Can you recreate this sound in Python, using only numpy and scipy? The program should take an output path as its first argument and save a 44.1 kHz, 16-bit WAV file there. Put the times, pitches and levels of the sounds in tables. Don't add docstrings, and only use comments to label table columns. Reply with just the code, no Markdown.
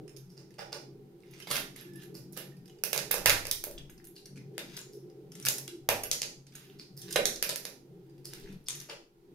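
import sys
import numpy as np
from scipy import signal
from scipy.fft import rfft, irfft, next_fast_len
from scipy.io import wavfile
from scipy.ndimage import uniform_filter1d, map_coordinates

SR = 44100
rng = np.random.default_rng(int(sys.argv[2]) if len(sys.argv) > 2 else 0)


def rack_gain(trim_db):
    fader = np.asarray(trim_db, float)
    return 10 ** (fader / 20)


def put_to_file(sound):
    columns = np.atleast_2d(sound).T
    safe = np.clip(columns, -1, 1)
    whole_steps = np.round(safe * 32767)
    wavfile.write(sys.argv[1], SR, whole_steps.astype(np.int16))


N = 411894

# (time [s], level [dB])
RUMBLE_LEVEL = [(0.0, -46.5), (0.23, -53), (0.96, -53), (1.45, -51.5), (2.42, -47.5), (2.55, -50),
                (4.0, -48.5), (4.16, -56.5), (4.4, -52), (5.4, -50.5), (6.5, -55), (7.1, -49), (7.8, -52.5),
                (8.5, -50.5), (8.9, -57.5), (9.08, -66.5), (9.34, -54.5)]
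# (frequency [Hz], width [Hz], level [dB])
ROOM_MODES = [(122, 27, -20), (138.7, 16, -3), (180, 34, -5.5), (267, 140, -9), (344.1, 42, -4.5),
              (403.4, 56, -5.5), (424, 170, -12.5), (765, 24, -27)]
# (time [s], quarter length [s], level [dB])
UPPER_SURGES = [(0.05, 0.027, 5.5), (0.157, 0.024, 5.5), (1.16, .06, 3), (2.105, .05, 3.5),
                (4.316, 0.014, 4.5), (4.36, 0.028, 4.5), (4.55, 0.031, 7.5), (4.973, 0.015, 4.5),
                (5.064, 0.017, 6), (7.97, 0.041, 1.5), (8.57, 0.027, 3.5)]
# (time [s], quarter length [s], level [dB])
DEEP_SURGES = [
    (0.95, 0.053, 5),
    (2.27, 0.055, 2.5),
    (3.8, .05, 3),
    (4.35, 0.065, 8),
    (4.595, 0.058, 5),
    (5.302, 0.08, 2),
    (8.551, .04, 5.5),
]
# (peak time [s], level [dB])
SHAKES = [
    (1.6, -61),
    (3.35, -44),
    (3.75, -51.5),
    (4.7, -68),
    (5.96, -52.5),
    (7.26, -54),
    (8.45, -56.5),
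]
# (frequency [Hz], density [dB per Hz])
HISS = [(350, -43.5), (600, -16.5), (837, -5.5), (1150, -15.5), (1400, -12), (1560, -16), (4800, -19),
        (7590, -25), (14800, -23), (16500, -35.5)]
# (time [s], energy [dB])
STOMPS = [
    (1.509, -31),
    (3.258, -7.5),
    (5.459, -29),
    (5.887, -13.5),
    (7.16, -25),
]
# (frequency [Hz], width [Hz], level [dB])
BOARDS = [(59.7, 11, -16), (104.6, 2.8, -9), (137, 21, -1.5), (243, 42, -10.5)]
# (time [s], frequency [Hz], level [dB])
SQUEAK = [
    (1.77, 1715, -70),
    (1.9, 1730, -66),
    (1.97, 1745, -59),
    (2.01, 1730, -66),
    (2.05, 1720, -74),
]
# (peak time [s], swell [s], release [s], level [dB], brightness [dB])
GRIND = [(1.556, 0.085, 0.065, -27, 0), (1.38, .145, 0.1, -50, -19), (1.78, 0.042, 0.12, -45, -15.5),
         (2.03, 0.083, 0.038, -47.5, -10), (2.37, 0.015, 0.083, -37, -3.5), (3.27, 0.011, 0.16, -33, -1.5),
         (4.75, 0.21, 0.096, -46.5, -12), (5.44, 0.13, 0.032, -49.5, -5), (6.558, .03, 0.27, -50.5, -2),
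         (7.142, 0.172, 0.051, -45, 1), (8.35, 0.083, 0.13, -48.5, -14.5), (8.5, .1, 0.092, -53, -15),
         (8.748, 0.082, 0.189, -49, -10.5)]
# (time [s], frequency [Hz], width [Hz], energy [dB])
RINGS = [(0.594, 800, 150, -19.5), (1.2056, 5300, 1490, -52), (1.2044, 9000, 1523, -48),
         (1.2257, 4860, 910, -52), (1.235, 2090, 300, -41.5), (1.5125, 1100, 400, -15),
         (1.3361, 2290, 500, -37), (1.403, 2600, 700, -28), (1.5117, 2740, 2500, -18),
         (1.558, 2300, 900, -15), (1.567, 3200, 700, -15.5), (1.761, 2130, 700, -30),
         (1.811, 11500, 250, -26), (1.958, 10900, 200, -34), (2.042, 11400, 250, -35),
         (2.332, 5800, 700, -32), (2.33, 10700, 600, -31), (2.375, 11600, 300, -19),
         (2.39, 11200, 250, -24), (2.93, 2070, 400, -21), (3.305, 3100, 700, -15), (3.647, 11400, 250, -22),
         (3.67, 575, 90, -18), (3.712, 12000, 6000, -24), (3.779, 3300, 109, -28), (3.897, 2500, 2000, -37),
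         (3.981, 3500, 3000, -48), (4.053, 11400, 300, -31), (4.071, 11400, 250, -32),
         (5.8885, 760, 150, -7), (5.89023, 2250, 500, -14), (6.034, 3130, 250, -31),
         (6.552, 2800, 890, -40), (6.7, 3320, 600, -41), (6.797, 2330, 490, -36.5),
         (7.083, 4340, 2500, -30), (7.089, 4810, 4000, -30), (7.106, 6950, 300, -30),
         (7.159, 3000, 4000, -11.5), (7.1589, 800, 250, -10), (8.334, 2200, 1200, -31),
         (8.355, 4800, 600, -45), (8.399, 13000, 4140, -33), (8.438, 4000, 3000, -40),
         (8.642, 11000, 900, -46), (8.69, 9100, 900, -15.5), (8.699, 7000, 1490, -21),
         (8.755, 11900, 350, -25), (8.814, 5000, 4000, -30),
         (0.08, 8950, 1200, -38.5), (0.08, 2500, 900, -41), (0.172, 11400, 900, -31),
          (0.172, 6500, 700, -36.5), (1.515, 11500, 300, -21), (1.564, 11500, 250, -21.5),
          (1.6, 11200, 250, -23), (4.168, 2860, 150, -39), (4.26, 9100, 300, -33),
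          (4.375, 2180, 300, -35.5), (4.553, 4990, 5000, -56), (4.7755, 10500, 400, -24),
          (4.7755, 3600, 2500, -24), (4.815, 6900, 300, -25), (5.1, 5260, 897, -48),
          (5.461, 12480, 2490, -16), (5.471, 2400, 1500, -14), (5.49, 6800, 500, -9.5),
          (5.68, 3290, 900, -25.5), (6.0343, 13130, 4000, -23), (6.1152, 6500, 1200, -8),
          (6.132, 6730, 700, -20), (6.2187, 4900, 1500, -10), (6.2305, 4430, 2500, -16.5),
          (7.2555, 4700, 900, -5), (7.363, 6600, 900, -27), (7.498, 4500, 900, -13),
          (7.654, 10540, 1500, -27), (8.686, 3480, 2490, -23), (8.9, 2970, 900, -20),
          (0.7287, 4850, 1200, -21), (1.53, 3500, 2000, -22), (1.544, 5000, 2000, -20),
          (1.58, 1500, 900, -20), (2.991, 4000, 4000, -16.5), (3.131, 3000, 3000, -19.5),
          (3.2585, 900, 800, -9), (3.2657, 1500, 1500, -9), (3.2761, 1600, 600, -11.5),
          (3.2755, 5200, 1200, -14.5), (3.288, 1300, 500, -14.5), (3.315, 1700, 494, -16.5),
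          (6.128, 5500, 3000, -15), (7.172, 1750, 500, -15.5), (7.2557, 9000, 6050, -12.5),
          (8.255, 9500, 4000, -22), (8.46, 2000, 498, -40), (8.49, 2500, 300, -38),
          (8.706, 6670, 500, -13.5),
         (3.779, 2950, 200, -36), (3.2, 1480, 52, -40), (3.514, 3500, 320, -17),
            (3.1145, 2830, 1000, -16.5), (3.1125, 7100, 400, -16), (4, 1870, 200, -41),
            (4.791, 7200, 700, -23), (5.4, 9500, 2500, -24.5), (2.52, 1830, 40, -41),
            (7.436, 2400, 90, -21.5), (7.168, 2970, 300, -15), (8.475, 2100, 900, -36),
            (1.4725, 780, 220, -25)]
# (time [s], energy [dB], ring [Hz], splinters re
# energy [dB])
TICKS = [(0.078, -41, 5200, -3), (0.0924, -37.5, 5250, -2), (0.506, -42, 4780, -8),
         (0.5403, -41.5, 4660, -8), (1.235, -57, 2900, 7), (1.3101, -54, 5300, 19), (1.337, -37, 5560, -15),
         (1.391, -43, 4800, -9), (1.4005, -29, 5530, 0.5), (1.423, -30, 3100, -3), (1.761, -31, 3660, 6.5),
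         (1.8116, -51, 5400, 13), (1.934, -43.5, 5230, 7.5), (1.958, -39, 4950, 9), (2.032, -39, 6770, 7),
         (2.386, -40, 6100, 6), (2.5677, -44, 4800, 0), (2.6564, -39, 5070, 0.5), (2.6787, -39.5, 3320, -2),
         (2.6966, -39, 2930, -10.5), (2.786, -45, 4700, -9),
         (3.7816, -28, 3330, -28), (3.898, -35.5, 6360, 8), (3.978, -39.5, 4870, -5),
            (4.0425, -40, 6560, 11), (4.0504, -48.5, 7100, 23), (4.07, -42.5, 6660, 19),
            (4.164, -41, 2840, -26), (4.2567, -29.5, 4500, -1.5), (4.358, -35, 4370, -18.5),
            (4.3664, -40, 5100, -2), (4.3757, -37, 2400, -12), (4.591, -23.5, 3610, -3),
            (5.1, -50, 5100, -5), (5.3187, -30.5, 5400, 0), (5.3518, -25, 6760, -1), (5.425, -26, 5860, -5),
            (6.467, -33, 4200, -32), (6.5227, -39, 3500, -27), (6.537, -49, 3700, 9),
            (6.5521, -24, 6560, 2), (8.0633, -59.5, 4660, -4), (8.0958, -47, 4750, -17),
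            (8.18, -47, 4770, -3), (8.5263, -45, 4340, 7), (8.7505, -25, 6100, 5), (8.8, -24.5, 5740, 4.5)]
# (time [s], energy [dB], ring [Hz], knock re energy [dB], splinters re energy [dB])
SHOE = [(0.3031, -34, 5400, -6, -4), (0.3776, -27, 4900, -2, -36), (0.5925, -25.5, 4630, 17.5, -60),
        (0.7301, -15, 4600, 5, -20), (2.1525, -23, 4880, -1.5, 3), (4.1643, -22, 4520, -40, -7),
        (4.9345, -28.5, 5430, -23, 1.5), (6.797, -21, 4680, -29, -38), (6.976, -23, 5170, -21, 7.5),
        (8.2549, -19, 4800, -10, -2), (8.6696, -22.5, 5260, -42.5, -21), (8.897, -17, 4480, 3.5, -54.5)]
# (time [s], energy [dB], hollow knock re
# energy [dB], thick wall re energy [dB], splinters re energy [dB])
SCUFFS = [(0.164, -32, -19, -14, 2.5), (2.324, -36.5, -7, -21, 11), (1.4715, -40, 18, 14, 9),
          (1.5029, -16, 2.5, -7, -5.5), (1.5114, -11.5, 3.5, -1, 5), (1.5636, -15.5, -2, -9.5, 5.5),
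          (2.3672, -26.5, 4.5, -22, -15), (2.373, -26, 3.5, -3, 9.5), (4.7668, -19.5, -25, -12, 1.5),
          (7.0162, -21, -24.5, -24, -3.5), (7.1075, -19, -19.5, -7, 0), (7.1255, -14.5, -17, -27, 3.5),
          (7.1585, -10, 12, 5, 3), (5.458, -11.5, -12.5, -8, 7.5), (5.5812, -21, -2, -6.5, 9),
          (6.0345, -18, 4.5, -4, 9)]
# (time [s], energy [dB], knock [dB], wall [dB], splinters
# [dB]), last three re energy
CRACKS = [(2.8371, -11, -3, -4, 8.5), (2.9305, -9.5, 0.5, -1.5, 5), (2.9482, -31, 15, -6.5, 9),
          (2.962, -18.5, 6.5, -2.5, 1), (2.9771, -8, -9, -6.5, 0.5), (3.1102, -17, 6.5, 2, -2),
          (3.1133, -14, -10.5, 3.5, 16.5), (3.1415, -9.5, 3.5, -15, -0.5), (3.1817, -24, 7.5, 1.5, 2),
          (3.2588, -3.5, 4.5, 4.5, 9.5), (3.2655, -10.5, -11.5, 0, -5), (3.275, -12, -10, -4, -6),
          (3.2854, -10.5, -17.5, -9, -6.5), (3.296, -1, -16, 0.5, 3.5), (3.303, -5.5, -12, 2.5, -9),
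          (3.4528, -21, 5.5, 0.5, 0.5), (3.469, -18, -10.5, -5.5, 3.5), (3.5129, -7, -29, -12, 6),
          (3.6395, -20.5, 1.5, -5, 13.5),
          (4.5801, -20.5, 5.5, 4, 4.5), (5.4517, -14, -32.5, -2.5, 7.5), (5.4672, -9, -21.5, -4, -1.5),
           (5.4854, -2, -14, -26, 3.5), (5.6784, -19.5, -20, -13, -3.5), (5.8891, -7.5, 9, 2, 10),
           (6.1137, -2.5, -14.5, -22.5, -6), (6.131, -19.5, -5.5, -21.5, 9), (6.2183, -9, -5, -20, -5),
           (7.255, -2, -8, -13.5, -2), (7.3597, -19, -8.5, -11.5, -15), (7.4263, -6.5, -5, -3.5, 4.5),
           (7.492, -7, -10.5, -44, -4), (7.495, -15.5, 2.5, 0, 1), (7.5595, -15.5, -21, -7, 6),
           (7.6527, -16, -2, -6, 0.5), (8.3355, -23, -9, -15, 1.5), (8.685, -9, -35, -34, -5.5)]
# (frequency [Hz], width [Hz], level [dB])
SHELL = [(376, 93, -13), (478.3, 100, -0.5), (553, 46, 2.5), (630, 170, -4), (787, 49, -10),
         (840, 300, -9.5), (1130, 110, -15.5)]
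# (frequency [Hz], T60 [s])
ROOM_T60 = [(100, 0.63), (300, 0.83), (800, 0.39), (2000, 0.31), (5500, 0.41), (14000, 0.29)]
# (frequency [Hz], gain [dB])
ROOM_COLOUR = [(300, 2), (560, 0.5), (1050, -1.5), (1700, 2), (4000, -1), (8000, -3), (14000, -3)]
# (delay [s], left [dB], right [dB])
ECHOES = [(.0008, -9, -9), (.0026, -16, -15), (.0058, -19, -17), (.0121, -15, -13), (.0129, -20, -18),
          (.0137, -22, -21), (.019, -19, -18)]
# (time [s], left minus right [dB])
FOOT = [(0, -3.5), (2.699, -2.5), (2.85, -6.5), (3.55, -2), (3.75, 1), (5.399, 3), (5.5, 0.5), (8.2, -3),
        (8.25, 0.5), (8.85, 3.5), (8.899, 3.5), (9.34, 0)]
# (frequency [Hz], gain [dB])
MIC = [(300, 1), (1500, 2.5), (5000, 2.5), (6800, 2), (7800, -3), (8800, 3.5), (10000, -1.5), (11300, 1),
       (12600, -1), (14300, -2.5), (15500, 3), (16300, -25)]
# (frequency [Hz], left minus right [dB])
MIC_BALANCE = [(60, 2), (110, 2), (200, 1.5), (380, -0.5), (700, -5), (1290, -1.5), (2380, -3), (4400, -1),
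               (8120, -2), (15000, -10)]

DEEP_MODE_MAX_HZ, UPPER_MODE_MAX_HZ = 300, 500
TEAR_S = 0.0004
OPPOSITE = np.array([[1], [-1]])


def along(table, hz):
    points_hz, values = np.transpose(table)
    return np.interp(np.log(np.maximum(hz, 1)), np.log(points_hz), values)


def unit(x):
    return x / np.sqrt(np.sum(x ** 2, axis=-1, keepdims=True))


def add_at(out, s, sound):
    start = int(s * SR)
    out[start:start + len(sound)] += sound


def bandpass(x, order, low_hz, high_hz):
    return signal.sosfilt(signal.butter(order, [low_hz, high_hz], "band", fs=SR, output="sos"), x)


def colour(x, db_of):
    size = 2048
    ceps = irfft(np.log(rack_gain(db_of(np.fft.rfftfreq(size, 1 / SR)))))
    ceps[1:size // 2] *= 2
    ceps[size // 2 + 1:] = 0
    response = irfft(np.exp(rfft(ceps)))
    return signal.fftconvolve(x, response[None], axes=1)[:, :x.shape[1]]


def noise_band(hz, width_hz, size=N, channels=1):
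    fast = next_fast_len(size)
    f = np.fft.rfftfreq(fast, 1 / SR)
    spectrum = rfft(rng.standard_normal((channels, fast)))
    band = irfft(spectrum / (1 + ((f - hz) / width_hz * 2) ** 2), fast)
    return unit(band[:, :size]) * np.sqrt(size)


def stereo_band(hz, width_hz, diffuse_hz, size=N):
    mid, side = noise_band(hz, width_hz, size, channels=2)
    return mid + min(hz / diffuse_hz, 1) * side * OPPOSITE


def walk(rate_hz):
    k = int(SR / rate_hz)
    held = np.repeat(rng.standard_normal(N // k + 1), k)
    return 1.65 * uniform_filter1d(uniform_filter1d(held, k), k)[:N]


def rumble_level_db():
    duck_db, duck_s = -7.5, 0.2
    t = np.arange(N) / SR
    level_db = np.interp(t, *np.transpose(RUMBLE_LEVEL))
    for s, db in STOMPS:
        late = np.maximum(t - s, 0) / duck_s
        level_db = level_db + duck_db * rack_gain(0.67 * (db + 10.5)) * late * np.exp(1 - late)
    return level_db


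def surge_db(table):
    t = np.arange(N) / SR
    return sum(db * np.maximum(1 - ((t - s) / quarter_s) ** 2 / 4, 0) for s, quarter_s, db in table)


def wall_rumble(level_db):
    upper_db, deep_db = surge_db(UPPER_SURGES), surge_db(DEEP_SURGES)
    rumble = 0
    for hz, width_hz, db in ROOM_MODES:
        mode_db = db + 2.75 * walk(12)
        if hz < DEEP_MODE_MAX_HZ:
            mode_db = mode_db + deep_db
        elif DEEP_MODE_MAX_HZ < hz < UPPER_MODE_MAX_HZ:
            mode_db = mode_db + upper_db
        rumble = rumble + rack_gain(mode_db) * stereo_band(hz, width_hz, 1500)
    return rack_gain(level_db - 5.0) * rumble


def floor_shake():
    rest_db, rise_db_s, fall_db_s = -75.5, 79.5, 48.5
    t = np.arange(N) / SR
    levels_db = [db - np.where(t < s, rise_db_s * (s - t), fall_db_s * (t - s)) for s, db in SHAKES]
    shake_db = np.maximum(np.max(levels_db, axis=0), rest_db)
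    rocking = rack_gain([[2.5], [-2.5]]) * noise_band(18, 34)
    return rack_gain(shake_db) * (rocking + rack_gain(-12.5) * noise_band(65, 50, channels=2))


def mic_hiss(rumble_db):
    hiss = colour(rng.standard_normal((2, N)), lambda hz: along(HISS, hz) - along(MIC, hz))
    return rack_gain(-65 + 0.3 * (rumble_db + 46.5)) * unit(hiss) * np.sqrt(N)


def background():
    rumble_db = rumble_level_db()
    return wall_rumble(rumble_db) + floor_shake() + mic_hiss(rumble_db)


def stomps():
    t = np.arange(SR // 2) / SR
    modes = sum(rack_gain(db) * np.sin(2 * np.pi * hz * t) * np.exp(-np.pi * width_hz * t)
                for hz, width_hz, db in BOARDS)
    thud = unit(modes * (1 - np.exp(-t / 0.0058)))
    out = np.zeros(N)
    for s, db in STOMPS:
        add_at(out, s, rack_gain(db) * thud)
    return out


def squeak():
    s, hz, db = np.transpose(SQUEAK)
    t = np.arange(N) / SR
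    pitch_hz = np.interp(t, s, hz) + 12 * walk(240)
    level_db = np.interp(t, s, db, left=-150, right=-150) + 4.5 * walk(60) - 7
    return rack_gain(level_db) * np.sin(2 * np.pi * np.cumsum(pitch_hz) / SR)


def grind():
    slips_per_s, edge_db = 1600, -17.5
    t = np.arange(N) / SR
    size_db = 3.2 * np.minimum(rng.exponential(size=N), 3.1)
    slips = (rng.random(N) < slips_per_s / SR) * rack_gain(size_db) * rng.choice([-1, 1], N)
    slips = slips / np.sqrt(np.mean(slips ** 2))
    panel = bandpass(slips, 1, 1100, 6000)
    splinter = bandpass(slips, 1, 10400, 12400)
    out = np.zeros(N)
    for s, swell_s, release_s, db, bright_db in GRIND:
        away = np.where(t < s, (s - t) / swell_s, (t - s) / release_s)
        level = (away < 1) * rack_gain(db + edge_db * np.minimum(away, 1) - 6.5)
        out += level * (panel + rack_gain(bright_db) * splinter)
    return out


def rings():
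    t = np.arange(4096) / SR
    out = np.zeros(N)
    for s, hz, width_hz, db in RINGS:
        mode = np.sin(2 * np.pi * hz * t) * np.exp(-np.pi * width_hz * t)
        add_at(out, s, rack_gain(db) * unit(mode))
    return out


def fractures(s, knock_db, wall_db, panel_db, panel_hz, splinter_db,
              sharp, skirt_db, tear_s, glint_db, slip_s, order=1):
    size, count = 4096, len(s)
    knock_db, wall_db, panel_db, panel_hz, splinter_db = (
        c[:, None] for c in (knock_db, wall_db, panel_db, panel_hz, splinter_db))
    f = np.fft.rfftfreq(size, 1 / SR) + 1
    chance = rng.random((count, 16))

    def mode(hz, width_hz):
        return 1j * f * width_hz / (hz ** 2 - f ** 2 + 1j * f * width_hz)

    knock = 0
    for k, (hz, width_hz, db) in enumerate(SHELL):
        shifted_hz = hz * (.97 + 0.029 * chance[:, [k + 1]])
        knock = knock + rack_gain(db + 5.7 * chance[:, [k]]) * mode(shifted_hz, width_hz)
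    wall = mode(1946, 3300) ** 2
    panel = mode(panel_hz, panel_hz / sharp) ** order + rack_gain(skirt_db) * mode(5300, 7800) ** 2
    splinter = -mode(12540, 5200) ** 2 - rack_gain(glint_db) * mode(11400, 900)
    parts = ((knock_db, knock), (wall_db, wall), (panel_db, panel), (splinter_db, splinter))
    spectrum = rfft(sum(rack_gain(db) * unit(irfft(part)) for db, part in parts))

    for k, place in enumerate(chance[:, 8:13].T):
        hz = 1300 * 2 ** (.5 * (k + place[:, None]))
        spectrum = spectrum * (1 + .45 * mode(hz, hz / 8)) / 1.05
    for jump in chance[:, -2:].T:
        jump_s = tear_s * (.15 + jump[:, None]) * rack_gain(.3 * knock_db + 5)
        late = np.exp(-2j * np.pi * f * jump_s)
        spectrum = spectrum * (late - .6) / (1 - 0.48 * late)
    if slip_s:
        burst = rng.standard_normal((count, size)) * np.exp(-np.arange(size) / SR / slip_s)
        spectrum = spectrum * rfft(unit(burst))
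    out = np.zeros(N + size)
    for at_s, sound in zip(s, irfft(spectrum)):
        add_at(out, at_s, sound)
    return rack_gain(-0.5) * out[:N]


def ticks():
    s, db, hz, splinter_db = np.transpose(TICKS)
    wall_db = db - 3 - 0.3636 * (db + 40.5)
    return fractures(s, db - 13, wall_db, db, hz, db + splinter_db,
                     sharp=28.0, skirt_db=-10.5, tear_s=TEAR_S, glint_db=7.8, slip_s=0.0051)


def clicks():
    s, db, hz, knock_db, splinter_db = np.transpose(SHOE)
    wall_db = db - 8 + 0.277 * knock_db
    return fractures(s, db + knock_db, wall_db, db, hz, db + splinter_db,
                     sharp=3.8, skirt_db=-5.5, tear_s=TEAR_S / 2, glint_db=-1.5, slip_s=0, order=2)


def cracks(table, slip_s, glint_db):
    panel_hz, thick_db_per_octave = 4700, 61
    s, db, knock_db, wall_db, splinter_db = np.transpose(table)
    hz = panel_hz * 2 ** (-wall_db / thick_db_per_octave)
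    return fractures(s, db + knock_db, db + wall_db, db, hz, db + splinter_db,
                     sharp=2.3, skirt_db=-2.5, tear_s=TEAR_S, glint_db=glint_db, slip_s=slip_s)


def room_tail(size):
    build_s, build_cycles, cut_s = 0.005, 6.9, 0.27
    t = np.arange(size) / SR
    tail = 0
    for hz in 120 * 2 ** np.arange(0, 7.2, .5):
        decay = np.exp(-np.log(1000) * t / along(ROOM_T60, hz))
        build = 1 - np.exp(-t / max(build_s, build_cycles / hz))
        tail = tail + np.sqrt(hz) * stereo_band(hz, hz / 2, 2000, size) * decay * build
    tail = tail * np.exp(-(t / cut_s) ** 4)
    return colour(unit(tail), lambda hz: along(ROOM_COLOUR, hz))


def early_echoes(size):
    scatter_db, scatter_s = -3, 0.001
    echoes = np.zeros((2, size))
    for delay_s, left_db, right_db in ECHOES:
        echoes[:, int(delay_s * SR)] = rack_gain([left_db, right_db])
    echoes = signal.sosfilt(signal.butter(2, 850, "high", fs=SR, output="sos"), echoes)
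    burst = rng.standard_normal(size) * np.exp(-np.arange(size) / SR / scatter_s)
    scatter = unit(signal.lfilter([1, -1], [1, -.85], burst))
    return echoes + rack_gain(scatter_db) * scatter * OPPOSITE


def room(toy, shoe):
    drift_s = 0.00012
    size = SR // 2
    tail = room_tail(size)
    wet = signal.fftconvolve(toy[None], tail + early_echoes(size), axes=1)
    wet = wet + signal.fftconvolve(rack_gain(-3) * shoe[None], tail, axes=1)
    drifted = []
    for side in wet[:, :N]:
        position = np.arange(N) + drift_s * SR * walk(9)
        drifted.append(map_coordinates(side, [position], order=2, mode="nearest"))
    return np.array(drifted)


def scene():
    toy = squeak() + grind() + rings() + ticks()
    toy = toy + cracks(SCUFFS, slip_s=0.0062, glint_db=-3.5)
    toy = toy + cracks(CRACKS, slip_s=0, glint_db=-11.0)

    click = clicks()
    rough = unit(rng.standard_normal(440))
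    slip = rack_gain(-5.0) * np.roll(signal.oaconvolve(click, rough)[:N], -int(.0095 * SR))
    shoe = click + rack_gain(-11) * np.roll(click, int(.0175 * SR)) + rack_gain(-12) * np.roll(click, int(.035 * SR))
    beam = bandpass(shoe, 2, 4500, 5230)
    spill = rack_gain(-2.0) * shoe + slip
    direct = rack_gain(-3.0) * toy + rack_gain(-2) * beam + rack_gain(-8.5) * spill

    left_lag = -1
    near = np.array([np.roll(direct, left_lag), direct]) + room(toy, shoe + slip)
    pan_db = np.interp(np.arange(N) / SR, *np.transpose(FOOT))
    return rack_gain([pan_db / 2, -pan_db / 2]) * near + stomps() + background()


def low_pass(x):
    return signal.sosfilt(signal.butter(12, 16000, fs=SR, output="sos"), x)


def record(dry):
    half_db = along(MIC_BALANCE, np.fft.rfftfreq(N, 1 / SR)) / 2
    heard = colour(dry, lambda hz: along(MIC, hz))
    both = irfft(rfft(heard) * rack_gain([half_db, -half_db]), N)
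    rounded = np.tanh(1.5 * both) / 1.5
    return low_pass(rounded)


dry = scene()
out = record(dry)
put_to_file(out)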